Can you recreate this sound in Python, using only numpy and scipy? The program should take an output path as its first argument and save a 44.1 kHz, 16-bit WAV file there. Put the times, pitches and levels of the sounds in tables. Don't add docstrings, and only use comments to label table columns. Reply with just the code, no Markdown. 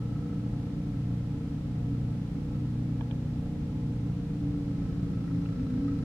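import sys
import numpy as np
from scipy.fft import rfft, irfft, next_fast_len
from scipy.io import wavfile
from scipy.ndimage import map_coordinates

SR = 44100
rng = np.random.default_rng(int(sys.argv[2]) if len(sys.argv) > 2 else 0)


def file_out(sig):
    cols = np.atleast_2d(sig).T
    lim = np.clip(cols, -1, 1)
    pcm = np.round(lim * 32767).astype(np.int16)
    wavfile.write(sys.argv[1], SR, pcm)


N = 266364


def amp(db):
    return 10 ** (np.asarray(db) / 20)


def unit(x):
    return x / np.sqrt(np.mean(x ** 2) + 1e-20)


def along(points, hz):
    point_hz, value = np.transpose(points)
    return np.interp(np.log(hz + 1), np.log(point_hz + 1), value)


def curves(rows):
    s, *columns = np.transpose(rows)
    return [np.interp(np.arange(N) / SR, s, column) for column in columns]


def wobble(rate):
    knots = rng.standard_normal(int(N * rate / SR) + 4)
    coarse = np.arange(0, N + 64, 64)
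    return np.interp(np.arange(N), coarse, map_coordinates(knots, [coarse * rate / SR]))


def filtered(x, response):
    padded = next_fast_len(N + SR // 2)
    spectrum = rfft(x, padded) * response(np.fft.rfftfreq(padded, 1 / SR))
    return irfft(spectrum, padded)[..., :N]


def resonance(f, hz, width):
    return (1j * f * width / (hz * hz - f * f + 1j * f * width)) ** 2


def tone(cycles):
    return np.sqrt(2) * np.cos(2 * np.pi * cycles)


# (frequency_hz, side_against_mid_db)
SIDE_WIDTH = [(60, -29), (170, -15.5), (300, -13.5), (500, -7), (1000, -4.5), (2000, 0), (4000, 1.5),
              (8000, 0), (13000, -0.5)]


def stereo(pair):
    mid = pair[0]
    side = filtered(pair[1], lambda f: amp(along(SIDE_WIDTH, f)))
    return np.array([mid + side, mid - side])


def noise(spectrum):
    white = rng.standard_normal((2, N))
    return stereo(unit(filtered(white, lambda f: amp(along(spectrum, f)))))


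# (time_s, firing_rate_hz)
ENGINE_SPEED = [(0.0, 29.39), (0.2, 29.54), (0.4, 29.28), (0.62, 29.73), (0.9, 29.56), (1.4, 29.72),
                (2.0, 29.73), (2.4, 29.65), (3.1, 29.88), (3.5, 29.79), (3.8, 29.77), (4.15, 29.57),
                (4.45, 29.18), (4.8, 28.44), (5.25, 28.43), (5.7, 28.0), (6.04, 28.14)]


def snowblower(jitter=0.0049, hunting=0.0018, uneven_db=0.64):
    speed, = curves(ENGINE_SPEED)
    load = engine_load(speed)
    cycles = np.cumsum(speed) / SR + .27
    cycles = cycles + jitter * wobble(14) + hunting * wobble(3)
    strength = amp(uneven_db * wobble(FREE_HZ))
    engine = strength * drone(cycles, speed, load) + clatter(cycles, load)
    return engine + impeller() + lumps() + spray(load) + rumble(load)


FREE_HZ, LOADED_HZ = 29.91, 27.58
LOAD_CURVE = 1.11


def engine_load(speed):
    droop = (FREE_HZ - speed) / (FREE_HZ - LOADED_HZ)
    return np.clip(droop, 0, 1) ** LOAD_CURVE


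# (multiple_of_firing_rate, light_snow_db, deep_snow_db)
DRONE_HARMONICS = [(2, -67.5, -43), (3, -44.5, -67), (4, -38, -43), (5, -38, -43.5), (6, -42, -45.5),
                   (7, -49, -38), (8, -51, -76.5), (9, -53, -44), (10, -46.5, -41.5), (12, -65, -87.5),
                   (14, -64.5, -79), (15, -74, -63.5), (16, -80, -51.5), (18, -64, -63.5), (19, -78, -56),
                   (24, -68, -74), (27, -76.5, -73), (28, -69, -79), (29, -71.5, -74), (33, -83.5, -82.5)]
# (frequency_hz, width_hz, boost_db)
ROOM_MODES = [(169.8, 3.2, 10), (205.5, 3, 5), (238.5, 5, 9.5), (281.8, 5, 9), (292, 5, 2),
              (341.7, 5.5, 25), (706, 8, 3)]
# (time_s, level_db)
BOOM_LEVEL = [(4.3, 0), (4.45, 3.5), (4.68, 4), (4.84, -6), (4.98, -7), (5.07, 0), (5.17, -7), (5.34, 3),
              (5.46, 1), (5.55, -8), (5.62, 2), (5.67, 2), (5.715, -10), (5.77, 1), (5.9, 4.5), (5.97, 1),
              (6.01, -9)]
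BOOM_MULTIPLE = 10
OVERTONE_BLUR, OVERTONE_WAVER_DB = .006, .6


def drone(cycles, speed, load, waver_db=0.76):
    smear, exhaust_lead, tight = .15, .18, 8
    out = np.zeros(N)
    for multiple, light_db, deep_db in DRONE_HARMONICS:
        k = round(multiple)
        boom_db = sum(db / (1 + (2 * (k * speed - hz) / width) ** 2) for hz, width, db in ROOM_MODES)
        if k == BOOM_MULTIPLE:
            boom_db = boom_db + curves(BOOM_LEVEL)[0]
        load_db = light_db + (deep_db - light_db) * load
        level = amp(load_db + boom_db + waver_db * np.sqrt(k) / 2 * wobble(3.98))
        loose = max(k - tight, 0)
        lag = smear * loose ** 2 - exhaust_lead * (k % 2)
        level = level * amp(OVERTONE_WAVER_DB * np.sqrt(loose) * wobble(9.8))
        out += level * tone(k * cycles - lag + OVERTONE_BLUR * loose * wobble(12))
    return out


# (frequency_hz, width_hz, light_snow_db, deep_snow_db, roughness_0_to_1)
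BODY_RESONANCES = [(58.4, 13, -56.5, -54, 0.95), (98, 1.5, -62, -38.5, 0.9), (181.6, 15, -48, -51, 1),
                   (197.7, 7.9, -60, -42.5, 0.91), (249.1, 13, -57, -37, 0.4),
                   (277.86, 15.5, -45.5, -44.5, 0.96), (333, 63, -68.5, -58.5, 0.7),
                   (468.5, 108, -57, -58.5, 0.7), (536.4, 34, -65.5, -66.5, 1), (751, 83, -70.5, -75, 0.8),
                   (1240, 950, -74, -60.5, 0.94), (3970, 200, -92.5, -73, .8), (5360, 470, -89, -76, 1)]


def clatter(cycles, load):
    pulses, puffs = firings(cycles)
    body = sum(amp(light_db + (deep_db - light_db) * load) * ring(pulses, puffs, hz, width, rough)
               for hz, width, light_db, deep_db, rough in BODY_RESONANCES)
    return stereo(body + housing(cycles, pulses, puffs))


COMBUSTION_LEAD = .1


def firings(cycles, burst=0.11, between=0.32, scatter_db=2):
    since = (cycles + COMBUSTION_LEAD) % 1
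    starts = np.flatnonzero(np.diff(since) < 0)
    pulses = np.zeros(N)
    pulses[starts] = amp(scatter_db * rng.standard_normal(N)[:len(starts)])
    puffs = rng.standard_normal((2, N)) * (between + np.exp(-since / burst))
    return np.array([unit(pulses), np.zeros(N)]), unit(puffs)


def ring(pulses, puffs, hz, width, rough):
    rough = np.clip(rough, 0, 1)
    force = np.sqrt(1 - rough) * pulses + np.sqrt(rough) * puffs
    pair = filtered(force, lambda f: resonance(f, hz, width))
    return pair / np.std(pair[0])


# (time_s, level_db, main_mode_pitch_hz)
HOUSING_RATTLE = [(0.0, -63, 1312), (0.35, -60.5, 1312), (0.7, -67, 1325), (2.5, -66, 1310),
                  (3.1, -71, 1315), (4.3, -69.5, 1322), (4.75, -65, 1298), (5.12, -61.5, 1298),
                  (5.24, -61, 1328), (6.04, -62.5, 1328)]
# (frequency_hz, width_hz, level_db)
HOUSING_MODES = [(1300, 85, -1), (1470, 82, -17.5), (1583, 68, -14), (1915, 84, -13)]
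RATTLE_FALL, RATTLE_RISE = .42, .12
RATTLE_SCATTER_DB = 1.6


def housing(cycles, pulses, puffs, ring_db=-4.0, scrape_db=-7, wander=0.15):
    level_db, ring_hz = curves(HOUSING_RATTLE)
    since = (cycles + COMBUSTION_LEAD) % 1
    attack = (1 - np.exp(-1 / RATTLE_FALL)) * np.exp(-since / RATTLE_RISE)
    shake = (np.exp(-since / RATTLE_FALL) - attack) * amp(RATTLE_SCATTER_DB * wobble(FREE_HZ))
    ring_cycles = np.cumsum(ring_hz) / SR
    main = np.array([unit(shake * tone(ring_cycles + wander * wobble(FREE_HZ))) for _ in range(2)])
    buzz = sum(amp(db) * ring(pulses, puffs, hz, width, rough=0.58) for hz, width, db in HOUSING_MODES)
    return amp(level_db) * (amp(ring_db) * main + amp(scrape_db) * buzz)


# (time_s, whine_hz, level_db)
IMPELLER_WHINE = [(0.0, 467, -59), (0.15, 467, -60), (0.2, 479, -53), (0.42, 477, -55), (0.7, 469, -60),
                  (0.95, 464, -58), (1.1, 476, -57), (1.25, 462, -56), (1.45, 460, -54), (1.7, 475, -62),
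                  (1.95, 461, -54), (2.2, 468, -60), (2.35, 476, -55), (2.55, 484, -54), (2.7, 470, -67),
                  (3.05, 472, -57), (3.35, 464, -56), (4.1, 471, -56), (4.87, 457, -55), (5.1, 468, -55),
                  (5.42, 464, -57), (5.55, 477, -55), (6.04, 478, -51)]
WHINE_FLUTTER_DB = 1.5


def impeller(flutter_hz=2.02):
    whine_hz, whine_db = curves(IMPELLER_WHINE)
    level = amp(whine_db + WHINE_FLUTTER_DB * wobble(7.2))
    return level * tone(np.cumsum(whine_hz + flutter_hz * wobble(19)) / SR)


# (peak_s, level_db)
SNOW_LUMPS = [(2.54, -57), (5.277, -56), (5.88, -49)]
LUMP_RISE_S, LUMP_FALL_S = .02, 0.14
LUMP_BRIGHT_DB = 4


def lumps():
    t = np.arange(N) / SR
    force = sum(amp(db - 60 * np.maximum((s - t) / LUMP_RISE_S, (t - s) / LUMP_FALL_S))
                for s, db in SNOW_LUMPS)
    lowest_hz = HOUSING_MODES[0][0]

    def metal(f):
        return sum(amp(db + LUMP_BRIGHT_DB * np.log2(hz / lowest_hz)) * resonance(f, hz, width)
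                   for hz, width, db in HOUSING_MODES)

    grit = rng.standard_normal((2, N))
    return stereo(filtered(force * grit, metal) / np.std(filtered(grit, metal)))


def spray(load, spray_db=-74):
    grit = filtered(rng.standard_normal((2, N)), lambda f: resonance(f, hz=4630, width=2500))
    return stereo(amp(spray_db + 1.9 * wobble(14)) * load * unit(grit))


# (frequency_hz, relative_level_db_per_hz)
RUMBLE_SPECTRUM = [(20, -22), (30, -6), (45, -4), (58, -5), (66, -9), (80, -5), (100, -4), (125, -12),
                   (142, -11), (152, -1), (165, -8), (192, -1), (215, -15), (232, -17), (245, -10),
                   (260, -14), (320, -14), (600, -35), (2000, -120)]
RUMBLE_DB, RUMBLE_LOAD_DB = -44.5, 5.5


def rumble(load):
    return amp(RUMBLE_DB + RUMBLE_LOAD_DB * load) * noise(RUMBLE_SPECTRUM)


# (start_s, level_db, strongest_hz, fall_off_db_per_octave, pitch_ratio)
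TICK_TAPS = [(3.009, -37.3, 870, .5, 1), (3.1112, -34.2, 3250, 9, 1), (5.459, -37.5, 2750, 19, .88)]
# (frequency_hz, level_db, t60_s)
TICK_RINGING = [(700, -7, .07), (900, 3, .032), (1040, -9, .025), (1160, -13, .035), (1660, -7, .028),
                (2400, -9, .02), (2800, -13, .013), (3130, -8.5, .014), (3480, -12, .018), (3820, -22, .02)]
TICK_ATTACK_S = .0006


def ticks():
    out = np.zeros((2, N))
    for s, db, centre_hz, focus_db, pitch in TICK_TAPS:
        t = np.maximum(np.arange(N) / SR - s, 0)
        for hz, level_db, t60 in TICK_RINGING:
            off_centre_db = focus_db * np.abs(np.log2(hz * pitch / centre_hz))
            fall = amp(db + level_db - off_centre_db - 60 * t / t60)
            attack = 1 - np.exp(-t / TICK_ATTACK_S)
            out += fall * attack * np.sin(2 * np.pi * (hz * pitch * t + rng.random((2, 1))))
    return stereo(out)


# (frequency_hz, level_db)
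MOTOR_TONES = [(30.2, -60), (36.9, -54), (45.3, -50.5), (55.3, -53), (59.9, -53), (73.7, -46.5),
               (104.9, -50.5), (152.3, -53), (157.4, -47), (191, -57.5), (394, -70)]
HUM_WAVER_DB = 1.8


def appliance(drift=0.02):
    mains_hz, mains_db = 120, -41
    t = np.arange(N) / SR
    motor = sum(amp(db + HUM_WAVER_DB * wobble(1.6)) * tone(hz * t + rng.random() + drift * wobble(1.1))
                for hz, db in MOTOR_TONES)
    return motor + amp(mains_db) * tone(mains_hz * t)


# (frequency_hz, relative_level_db_per_hz)
HISS_SPECTRUM = [(200, -24), (600, 4), (1000, 0), (1500, -4.5), (2200, -7), (3500, -10.5), (5200, -14.5),
                 (7000, -18.5), (10000, -23), (12500, -27), (14000, -30.5), (15000, -33)]


def hiss(hiss_db=-59.0):
    return amp(hiss_db) * noise(HISS_SPECTRUM)


def whistle(whistle_hz=13007, whistle_db=-95.5):
    return amp(whistle_db) * tone(whistle_hz * np.arange(N) / SR)


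def scene():
    return snowblower() + appliance() + ticks() + hiss() + whistle()


TOP_HZ = 14950


def record(dry):
    to_nearest_end_s = np.minimum(np.arange(N), np.arange(N)[::-1]) / SR
    fade = np.clip(to_nearest_end_s / .004, 0, 1)
    return filtered(dry * fade, lambda f: f < TOP_HZ)


dry = scene()
out = record(dry)
file_out(out)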